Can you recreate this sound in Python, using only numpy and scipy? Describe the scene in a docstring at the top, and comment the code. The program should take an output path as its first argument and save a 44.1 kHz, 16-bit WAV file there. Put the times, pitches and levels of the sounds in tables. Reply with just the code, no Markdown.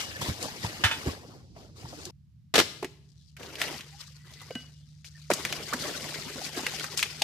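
"""Dry palm fronds hiss, scrape and crackle, built from random grains, as a long pole harvests two oil palms.
At the first tree a sickle pole is tugged down, with footfalls and a ringing knock of its metal tube.
Abruptly at the second, a chisel is driven into stalks: noise bursts crunch and crack, damped modes thud.
There the shaft's modes sing, a short bright tail answers the blows and two sines drone as a far engine.
Faint gliding tones whistle now and then, and each tree has its own bed of shaped noise."""
import sys
import numpy as np
from scipy import signal
from scipy.fft import rfft, irfft, next_fast_len
from scipy.io import wavfile

SR = 44100
rng = np.random.default_rng(int(sys.argv[2]) if len(sys.argv) > 2 else 0)


def wav_record(signal):
    """Record a signal, one row per channel, as 16-bit PCM in the file named by sys.argv[1]."""
    frames = np.transpose(np.atleast_2d(signal))
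    bounded = np.clip(frames, -1, 1)
    # unit amplitude maps onto the largest positive 16-bit level
    quanta = np.round(bounded * 32767).astype(np.int16)
    wavfile.write(sys.argv[1], SR, quanta)


N = 318843
TIME = np.arange(N) / SR
CUT_S = 2.108   # the first tree gives way to the second


def from_db(db):
    """Decibels to gain."""
    return 10 ** (np.asarray(db) / 20)


def rms_one(x):
    """Scale a signal to rms 1."""
    return x / np.sqrt(np.mean(x ** 2) + 1e-20)


def at_hz(points, hz):
    """Read a table on a log-frequency axis."""
    points = np.array(points)
    return np.interp(np.log(hz + 1), np.log(points[:, 0]), points[:, 1])


def drift(rate):
    """Random drift: straight lines between knots of spread 1, at `rate` knots per second."""
    knots = rng.standard_normal(4000)
    return np.interp(TIME * rate, np.arange(len(knots)), knots)


def add(out, s, sound):
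    """Mix a sound in at time s."""
    start = int(s * SR)
    out[:, start:start + sound.shape[-1]] += sound[..., :N - start]


# how alike left and right are: f/Hz, correlation (0 to 1)
STEREO_LIKENESS = [(900, 0.74), (3000, 0.22), (14000, 0.066)]


def spread(pair, gain_at):
    """Colour two unrelated signals and mix them to stereo, alike in the bass and apart in the treble; rms 1."""
    size = next_fast_len(pair.shape[-1])
    hz = np.fft.rfftfreq(size, 1 / SR)
    mid, side = rfft(pair, size) * gain_at(hz)
    alike = at_hz(STEREO_LIKENESS, hz)
    both = np.sqrt(1 + alike) * mid + np.sqrt(1 - alike) * side * [[1], [-1]]
    return rms_one(irfft(both, size)[:, :pair.shape[-1]])


def coloured(pair, spectrum):
    """Stereo sound with the given spectrum, rms 1."""
    return spread(pair, lambda hz: from_db(at_hz(spectrum, hz)))


def grains(per_s):
    """Tiny snaps at random moments, with normally distributed strengths drawn separately for two channels."""
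    return (rng.random(N) < per_s / SR) * rng.standard_normal((2, N))


def resonance(hz, centre_hz, q):
    """Response of one damped resonance, 1 at its top."""
    return 1 / (1 + 1j * q * (hz / centre_hz - centre_hz / (hz + 1)))


def burst(gain_at, t60, rise_s):
    """A cascade of breaking fibres: coloured noise that rises fast and dies away."""
    t = np.arange(SR // 3) / SR
    noise = spread(rng.standard_normal((2, len(t))), gain_at)
    shape = from_db(-60 * t / t60) * (1 - np.exp(-t / rise_s))
    return rms_one(noise * shape) * np.sqrt(np.mean(shape ** 2))


def tick(gain_at, size=1024):
    """One clean fracture: a single pulse through the given response, peak 1."""
    pulse = irfft(gain_at(np.fft.rfftfreq(size, 1 / SR)))[:size // 2]
    return pulse / abs(pulse).max()


def ring(hz, t60):
    """One struck mode: a sine that starts at rms 1 and dies away."""
    t = np.arange(SR // 2) / SR
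    return np.sqrt(2) * np.sin(2 * np.pi * hz * t) * from_db(-60 * t / t60)


def metal(hits, modes, t60):
    """Every knock sets all the modes ringing, each with a strength and a moment of its own."""
    out = np.zeros((2, N))
    for s, db in hits:
        for mode_hz, mode_db in modes:
            strength_db = db + mode_db + rng.normal(0, 4.4)
            delay_s = rng.random() / mode_hz   # up to one period
            add(out, s + delay_s, from_db(strength_db) * ring(mode_hz, t60))
    return out


def lean_left(x, lean_db, centre_hz=5200):
    """The treble around the centre is stronger on the left than on the right."""
    treble = signal.lfilter(*signal.iirpeak(centre_hz, 1.1, fs=SR), x)
    return x + treble * (from_db([[lean_db / 2], [-lean_db / 2]]) - 1)


def from_one_side(x, lag_s):
    """Sound from one side reaches the far channel late: the left for a positive lag, the right for a negative."""
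    half = int(round(lag_s * SR / 2))
    return np.array([np.roll(x[0], half), np.roll(x[1], -half)])


# background spectrum at the first tree: f/Hz, relative level/dB per Hz
FIRST_BED = [(30, -23.5), (95, -3.5), (350, -22.5), (1500, -54.5), (5000, -35), (14000, -64.5)]


def first_air(level_db):
    """Steady noise bed of the first tree, shaped by its spectrum."""
    return from_db(level_db) * coloured(rng.standard_normal((2, N)), FIRST_BED)


# background spectrum at the second tree: f/Hz, relative level/dB per Hz
SECOND_BED = [(30, -28), (65, 1.5), (115, 6.5), (170, 1), (250, -13.5), (430, -43), (5000, -38),
              (9000, -47.5)]


def second_air(level_db):
    """Steady noise bed of the second tree, shaped by its spectrum."""
    return from_db(level_db) * coloured(rng.standard_normal((2, N)), SECOND_BED)


# far engine: t/s, f/Hz of its second harmonic, relative level/dB of that harmonic
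ENGINE_COURSE = [(2.097, 143.8, -59), (5.499, 150.2, -51), (7.23, 152.5, -48.5)]


def engine(firing_db, second_db, waver_db):
    """Only the two lowest harmonics of the far engine carry through the trees."""
    s, hz, db = np.transpose(ENGINE_COURSE)
    phase = np.pi * np.cumsum(np.interp(TIME, s, hz)) / SR   # runs at half the second harmonic
    firing = from_db(firing_db + waver_db * drift(1.5)) * np.sin(phase)
    second_level_db = np.interp(TIME, s, db) + second_db + waver_db * drift(11)
    second = from_db(second_level_db) * np.sin(2 * phase)
    return np.sqrt(2) * (firing + second)


def grove(x, wet_db, t60, treble_t60):
    """Trunks and leaves scatter a thin, bright tail whose top dies first."""
    t = np.arange(SR * 3 // 4) / SR
    tails = [([(100, 3.0), (700, -5.0), (5000, 3.0), (9000, 0.0)], t60),
             ([(2000, -38.5), (5000, -9.5), (14000, -16.0)], treble_t60)]
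    echo = 0
    for colour, decay in tails:
        echo = echo + coloured(rng.standard_normal((2, len(t))), colour) * from_db(-60 * t / decay)
    echo = echo * (1 - np.exp(-t / 0.00049))
    return from_db(wet_db) * signal.fftconvolve(x, rms_one(echo) / np.sqrt(len(t)), axes=1)[:, :N]


# faint whistles: t/s, length/s, starting f/Hz, share by which the pitch climbs, relative level/dB
FAINT_WHISTLES = [(0.137, 0.036, 1660, 0.079, -42), (3.916, 0.095, 761, 0.12, -61),
                  (4.189, 0.28, 1918, 0.06, -60.5), (5.149, 0.035, 1860, -0.042, -57)]


def whistles(waver, flicker_db):
    """Faint whistles, perhaps a far bird: thin, rough tones that glide a little, waver and break up."""
    out = np.zeros((2, N))
    for start, length, hz, glide, db in FAINT_WHISTLES:
        size = int(length * SR)
        climb = glide * np.sin(np.linspace(0, np.pi / 2, size))
        pitch = hz * (1 + climb + waver * drift(409)[:size])
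        gain = rms_one(from_db(flicker_db * drift(86.2)[:size])) * signal.windows.tukey(size, 1 / 4)
        tone = np.sqrt(2) * np.sin(2 * np.pi * np.cumsum(pitch) / SR)
        add(out, start, from_db(db) * gain * tone)
    return out


# knocks on the metal tube: t/s, relative level/dB
TUBE_HITS = [(0.8378, -18), (0.843, -20), (0.912, -26.5)]
# modes of the tube: f/Hz, relative level/dB
TUBE_MODES = [(770, -21.5), (904, -16.5), (1368, -15), (1452, -16), (1630, -8.5), (1775, -13.5),
              (1900, -17.5), (2545, -9.5), (2995, -8.5), (3526, -11.5)]
# the tube is already ringing at the start: f/Hz, level/dB, t60/s
TUBE_LINGERING = (2923, -40.5, 0.48)


def pole(ring_t60, clatter_db, clatter_t60):
    """The blade clatters against the woody stalk and the tube rings briefly; one mode rings from the start."""
    out = metal(TUBE_HITS, TUBE_MODES, ring_t60)
    for s, db in TUBE_HITS:
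        clatter = burst(lambda hz: resonance(hz, 1950, 0.61) ** 2, clatter_t60, 0.00035)
        add(out, s, from_db(db + clatter_db) * clatter)
    hz, db, t60 = TUBE_LINGERING
    add(out, 0, from_db(db) * ring(hz, t60))
    return out


# the chisel knocks against the trunk: t/s, relative level/dB
TRUNK_HITS = [(4.508, -55), (4.553, -53.5)]
# modes of its steel shaft, also sung by scraping(): f/Hz, relative level/dB
SHAFT_MODES = [(1540, -1.5), (2008, 3), (2915, 3)]


def chisel_knocks(t60):
    """The chisel meets the trunk and its steel shaft rings in a few modes."""
    return metal(TRUNK_HITS, SHAFT_MODES, t60)


def scraping(levels, slips_per_s, shaft_db, shaft_q, hollow_db, hollow_hz, hollow_q):
    """The chisel grates along the stalk in uneven slips: its shaft sings and the thick stalk base groans."""
    _, stalk, drag = levels
    slips = grains(slips_per_s)

    def shaft_response(hz):
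        return sum(from_db(db) * resonance(hz, mode_hz, shaft_q) for mode_hz, db in SHAFT_MODES)
    shaft = spread(slips, shaft_response)
    hollow = spread(slips, lambda hz: resonance(hz, hollow_hz, hollow_q) ** 2)
    return from_db(stalk + shaft_db) * shaft + from_db(drag + hollow_db) * hollow


def taps(per_s, low_hz, high_hz, q, count=20):
    """Stalks bump together at random; each tap rings briefly at a woody pitch of its own; rms 1."""
    bumps, dealt = grains(per_s)[0], rng.integers(0, count, N)
    out = 0
    for k, hz in enumerate(np.geomspace(low_hz, high_hz, count)):
        struck = bumps * (dealt == k) + 1e-18
        out = out + signal.lfilter(*signal.iirpeak(hz, q, fs=SR), struck) / np.sqrt(hz)
    return rms_one(out)


def blows(rows, level_db, ring_db, q, t60, rise_s, dull_hz):
    """Soft, heavily damped blows: a few swings of one mode, and a dull crush around it."""
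    out = np.zeros((2, N))
    for s, db, pitch_hz in rows:
        def colour(hz):
            return resonance(hz, pitch_hz, q) / (1 + (hz / dull_hz) ** 2)
        add(out, s, from_db(db + level_db) * burst(colour, t60, rise_s).mean(axis=0))
        swings = ring(pitch_hz, t60)
        add(out, s, from_db(db + ring_db) * swings * (1 - np.exp(-TIME[:len(swings)] / rise_s)))
    return out


# heavy thumps of feet and trunk: t/s, relative level/dB, f/Hz
THUMP_ROWS = [(0.287, -18.5, 86), (0.643, -23, 114), (0.842, -21, 97), (1.065, -19, 82.5), (1.84, -31, 104),
              (5.306, -25, 200), (5.735, -27.5, 260)]


def thumps():
    """Feet and trunk thump low: damped swings with little above the bass."""
    return blows(THUMP_ROWS, level_db=0.5, ring_db=-0.4, q=4, t60=0.083, rise_s=0.004, dull_hz=300.4)


# dull blows of pole and stalks: t/s, relative level/dB, f/Hz
KNOCK_ROWS = [(0.284, -16, 217), (0.282, -20, 557), (0.453, -21.5, 624), (0.645, -17, 950),
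              (1.06, -13.5, 390), (1.562, -31.5, 672), (1.85, -28.5, 910), (1.926, -22.5, 596),
              (2.578, -0.5, 420), (2.826, -14.5, 390), (2.842, -14, 358), (3.641, -17.5, 526),
              (4.505, -20, 522), (4.555, -18, 243), (5.302, -3, 601), (5.313, -11, 356), (5.334, -23, 1130),
              (5.593, -20.5, 442), (5.726, -14, 1195), (5.736, -18, 516), (6.301, -27.5, 400),
              (6.354, -24, 266), (6.414, -24, 730), (6.574, -16.5, 284), (6.631, -18, 303),
              (7.216, -15.5, 800)]


def knocks():
    """Pole and stalks knock dully: short, woody swings in a crush of noise."""
    return blows(KNOCK_ROWS, level_db=-5.0, ring_db=-7, q=2.4, t60=0.038, rise_s=0.0054, dull_hz=1900)


# the chisel bursts through a stalk in jerks: t/s, relative level/dB, t60/s
CRUNCH_JERKS = [(2.539, -17.5, 0.08), (2.554, -13.5, 0.095), (2.579, -11, 0.039), (2.588, -10.5, 0.055),
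                (2.599, -5.5, 0.021), (2.607, -19.5, 0.072)]
# spectrum of the crunch: f/Hz, relative level/dB per Hz
CRUNCH_SPECTRUM = [(45, -35.5), (85, -13), (230, -14.5), (330, -0.5), (470, -7), (950, -13.5), (1900, -9.5),
                   (4000, -11), (15000, -29.5)]


def crunch():
    """Wet, fibrous wood gives way in a quick run of bursts."""
    out = np.zeros((2, N))
    for s, db, t60 in CRUNCH_JERKS:
        jerk = burst(lambda hz: from_db(at_hz(CRUNCH_SPECTRUM, hz)), t60, 0.0017)
        add(out, s, from_db(db + 1.5) * jerk)
    return out


# fibres snapping: t/s, relative level/dB, f/Hz
FIBRE_SNAPS = [(0.2139, -14.5, 990), (0.4268, -20, 5400), (2.052, -23.5, 5520), (2.826, -23, 2148),
               (2.8449, -21, 2154), (3.366, -29, 2120), (3.4305, -30, 2750), (3.5544, -25.5, 2980),
               (3.615, -10, 2180), (3.619, -23, 1800), (3.8072, -28.5, 2600), (4.337, -35, 3980),
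               (4.4155, -28.5, 1050), (4.506, -34, 2290), (4.552, -26, 2270), (5.0445, -35, 2460),
               (5.3015, -9.5, 1430), (5.312, -8.5, 2150), (5.3357, -11.5, 5900), (5.4499, -12, 2153),
               (5.5249, -13.5, 2540), (5.7333, -9, 1470), (6.6653, -12, 2220), (6.796, -20.5, 3400),
               (6.8403, -14.5, 1490), (6.9742, -13, 5500), (6.992, -14.5, 2370), (7.0267, -6.5, 2500),
               (7.219, -7, 3340)]


def cracks(level_db, q, splinter_db, splinter_hz, snap_db, t60, gap_s, count=4):
    """Snaps ring the stalk and throw off splinters; high-pitched dry fibres part in a run of sharp ticks."""
    out = np.zeros((2, N))
    for s, db, pitch_hz in FIBRE_SNAPS:
        def colour(hz):
            splinters = from_db(splinter_db) * resonance(hz, splinter_hz, 1)
            return resonance(hz, pitch_hz, q) ** 2 + splinters
        add(out, s, from_db(db + level_db) * burst(colour, t60, 0.0012))
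        if pitch_hz <= 2150:
            continue
        for k, delay in enumerate(np.cumsum(gap_s * rng.uniform(0.62, 1.8, count))):
            gain = from_db(db + snap_db - 3.4 * k) * rng.choice([-1, 1])
            add(out, s + delay, gain * tick(colour))
    return out


def haul(s, length, db, slackening):
    """Gain of one haul: it takes up quickly, slackens or builds while it lasts, then the frond settles."""
    attack_s, release_db_per_s = 0.032, 148
    t = TIME - s
    fall_db = slackening * np.clip(t, 0, length) + release_db_per_s * np.maximum(t - length, 0)
    return np.clip(t / attack_s, 0, 1) * from_db(db - fall_db)


def tug(s, db, rise_s):
    """Gain of one tug: the frond speeds up, then springs to rest."""
    release_db_per_s = 225.5
    t = TIME - s
    return np.clip(1 + t / rise_s, 0, 1) * from_db(db - release_db_per_s * np.maximum(t, 0))


# a frond is hauled and keeps moving: t/s, length/s, leaflet hiss level/dB,
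# slackening/(dB/s, negative builds), stalk scrape and dull dragging level/dB above the hiss
FROND_HAULS = [(0, 1.11, -49.5, -1.5, 1, 0.5), (1.128, 0.23, -62, -2.5, -3, 8.5),
               (1.544, 0.1, -60.5, 22, -3.5, 6.5), (1.746, 0.33, -55.5, -13.5, -4, 0.5),
               (3, 0.29, -72.5, -25, -19, -37), (3.375, 0.37, -56, -3, 5, 12.5),
               (3.577, 0.2, -39.5, 51, 4, -0.5), (3.84, 0.36, -57, 9, -3.5, -38),
               (4.228, 0.39, -58, -5.5, -1.5, -1.5), (4.637, 0.38, -63, 11.5, -12, -21.5),
               (5.114, 0.16, -60.5, -16, -7.5, -34), (5.294, 0.64, -43.5, 6.5, 1, 4),
               (5.769, 0.71, -41.5, 7.5, 0, 3), (6.516, 0.32, -45, -9.5, 2.5, 0.5),
               (6.888, 0.39, -47, 7, 0.5, -0.5)]
# a quick tug swishes the leaflets past the pole: t/s of its height, leaflet hiss level/dB, rise/s,
# stalk scrape and dull dragging level/dB above the hiss
FROND_TUGS = [(0.004, -38.5, 0.013, 3, -9), (0.225, -40.5, 0.023, 4, 1.5), (0.29, -40, 0.071, 1, 2),
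              (0.434, -37.5, 0.041, -8, 0), (0.649, -41, 0.04, 0, 0), (1.081, -52, 0.044, 7, 17.5),
              (4.012, -47.5, 0.035, 0.5, -22.5), (5.049, -45.5, 0.0079, -10.5, -41),
              (5.882, -42.5, 0.055, -2, 8.5), (6.453, -38, 0.054, -0.5, -9), (6.577, -40, 0.021, 3.5, 6.5),
              (6.984, -32.5, 0.021, -5, -27)]


def motion(start, end):
    """Levels in dB of hiss, scrape and dragging at one tree: its hauls and tugs add in power."""
    powers = np.zeros((3, N))
    for shape, rows in ((haul, FROND_HAULS), (tug, FROND_TUGS)):
        for s, *gesture, scrape_db, drag_db in rows:
            if start <= s < end:
                powers += np.outer(from_db([0, scrape_db, drag_db]), shape(s, *gesture)) ** 2
    return 10 * np.log10(powers * (TIME < end) + 1e-20)


def patchy(x, depth_db, changes_per_s, count=30):
    """Leaves and stalks of every size take turns: each narrow band swells and fades by itself."""
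    size = next_fast_len(N)
    spectrum, hz = rfft(x, size), np.fft.rfftfreq(size, 1 / SR)
    place = np.interp(np.log(hz + 1), np.log([200, 12000]), [0, count - 1])
    # countless small leaflets average out, so the treble stays steadier
    depths = depth_db * (1 - np.linspace(0, 1, count) ** 3)
    out = 0
    for k, db in enumerate(depths):
        band = irfft(spectrum * np.maximum(1 - abs(place - k), 0), size)[:, :N]
        out = out + band * rms_one(from_db(db * drift(changes_per_s)))
    return out


# frond spectra, all: f/Hz, relative level/dB per Hz
LEAFLET_HISS = [(1800, -26.5), (3300, -7.5), (4800, -2.5), (8500, -11), (14500, -22)]
STALK_SCRAPE = [(700, -27), (1300, -15.5), (1900, -12), (3000, -14.5), (8000, -28)]
DULL_DRAG = [(90, -2), (230, 3), (420, 1.5), (750, -2.5), (1150, -6), (3000, -33.5)]


def rustle(levels, leaf_db, stalk_db, drag_db, snaps_per_s, flutter_db):
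    """Leaflets flick, stalks scrape and drag, twigs crackle; harder motion makes faster, brighter grains."""
    leaf, stalk, drag = levels
    vigour = from_db(.3 * (leaf + 43))
    per_s = snaps_per_s * vigour

    def layer(db, colour, rate):
        steady = grains(rate) / np.sqrt(rate)   # equal power at any grain rate
        return from_db(db + flutter_db * drift(90)) * coloured(steady, colour)
    hiss = layer(leaf + leaf_db, LEAFLET_HISS, per_s)
    soft = signal.sosfiltfilt(signal.butter(2, 7500, fs=SR, output="sos"), hiss)
    leaflets = soft + vigour * (hiss - soft)
    crackle = layer(stalk - 9.5, STALK_SCRAPE, 170)   # dry twigs, at a constant grain rate
    scrape = layer(stalk + stalk_db, STALK_SCRAPE, per_s)
    dragging = layer(drag + drag_db, DULL_DRAG, per_s * 0.3)
    return leaflets + crackle + scrape + dragging


def scene():
    """Blows and rustle at the first tree, then at the second, each with its own background."""
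    hits = cracks(level_db=-11.5, q=1.11, splinter_db=-10.0, splinter_hz=3900, snap_db=1.0,
                  t60=0.054, gap_s=0.0008)
    hits = hits + crunch() + knocks() + thumps()
    hits = lean_left(hits, lean_db=6.0) + chisel_knocks(t60=0.24)
    clank = pole(ring_t60=0.18, clatter_db=-2, clatter_t60=0.21)

    pulling, chiselling = motion(0, CUT_S), motion(CUT_S, N / SR)
    fronds = rustle(pulling, leaf_db=0.0, stalk_db=1.5, drag_db=0.0, snaps_per_s=11000, flutter_db=1.37)
    fronds = fronds + rustle(chiselling, leaf_db=-0.5, stalk_db=-0.86, drag_db=-7.0,
                             snaps_per_s=6000, flutter_db=2.5)
    fronds = lean_left(patchy(fronds, depth_db=5.5, changes_per_s=60), lean_db=11.5)
    tap_gain = from_db(np.maximum(pulling[1], chiselling[1]) - 11)   # follows the stalk scrape
    wood = tap_gain * taps(per_s=70, low_hz=458, high_hz=3400, q=17)
    wood = wood + scraping(chiselling, slips_per_s=200, shaft_db=-11.5, shaft_q=17,
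                           hollow_db=-12.5, hollow_hz=400, hollow_q=2.7)
    both_trees = hits + wood + whistles(waver=0.026, flicker_db=8) + fronds

    # at the first tree the worker stands to the right, the blade is a little to the left
    first = from_one_side(both_trees + first_air(level_db=-51.0), lag_s=.00023)
    first = first + from_one_side(clank, lag_s=-.00009)
    tail = grove(hits * (TIME > CUT_S), wet_db=-13.5, t60=0.62, treble_t60=0.25)
    second = both_trees + lean_left(tail, lean_db=5.5) + second_air(level_db=-56.5)
    second = second + engine(firing_db=-62.5, second_db=-3.0, waver_db=2.5)
    return np.where(TIME < CUT_S, first, second) * from_db([[-.5], [.5]])   # right a little louder


def record(dry):
    """The microphone drops the deepest bass, peaks are clipped and the top is cut."""
    thin = signal.sosfilt(signal.butter(3, 52, "high", fs=SR, output="sos"), dry)
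    top_cut = signal.ellip(10, .2, 70, 14400, fs=SR, output="sos")
    return signal.sosfilt(top_cut, np.clip(thin, -1, 1))


dry = scene()
out = record(dry)
wav_record(out)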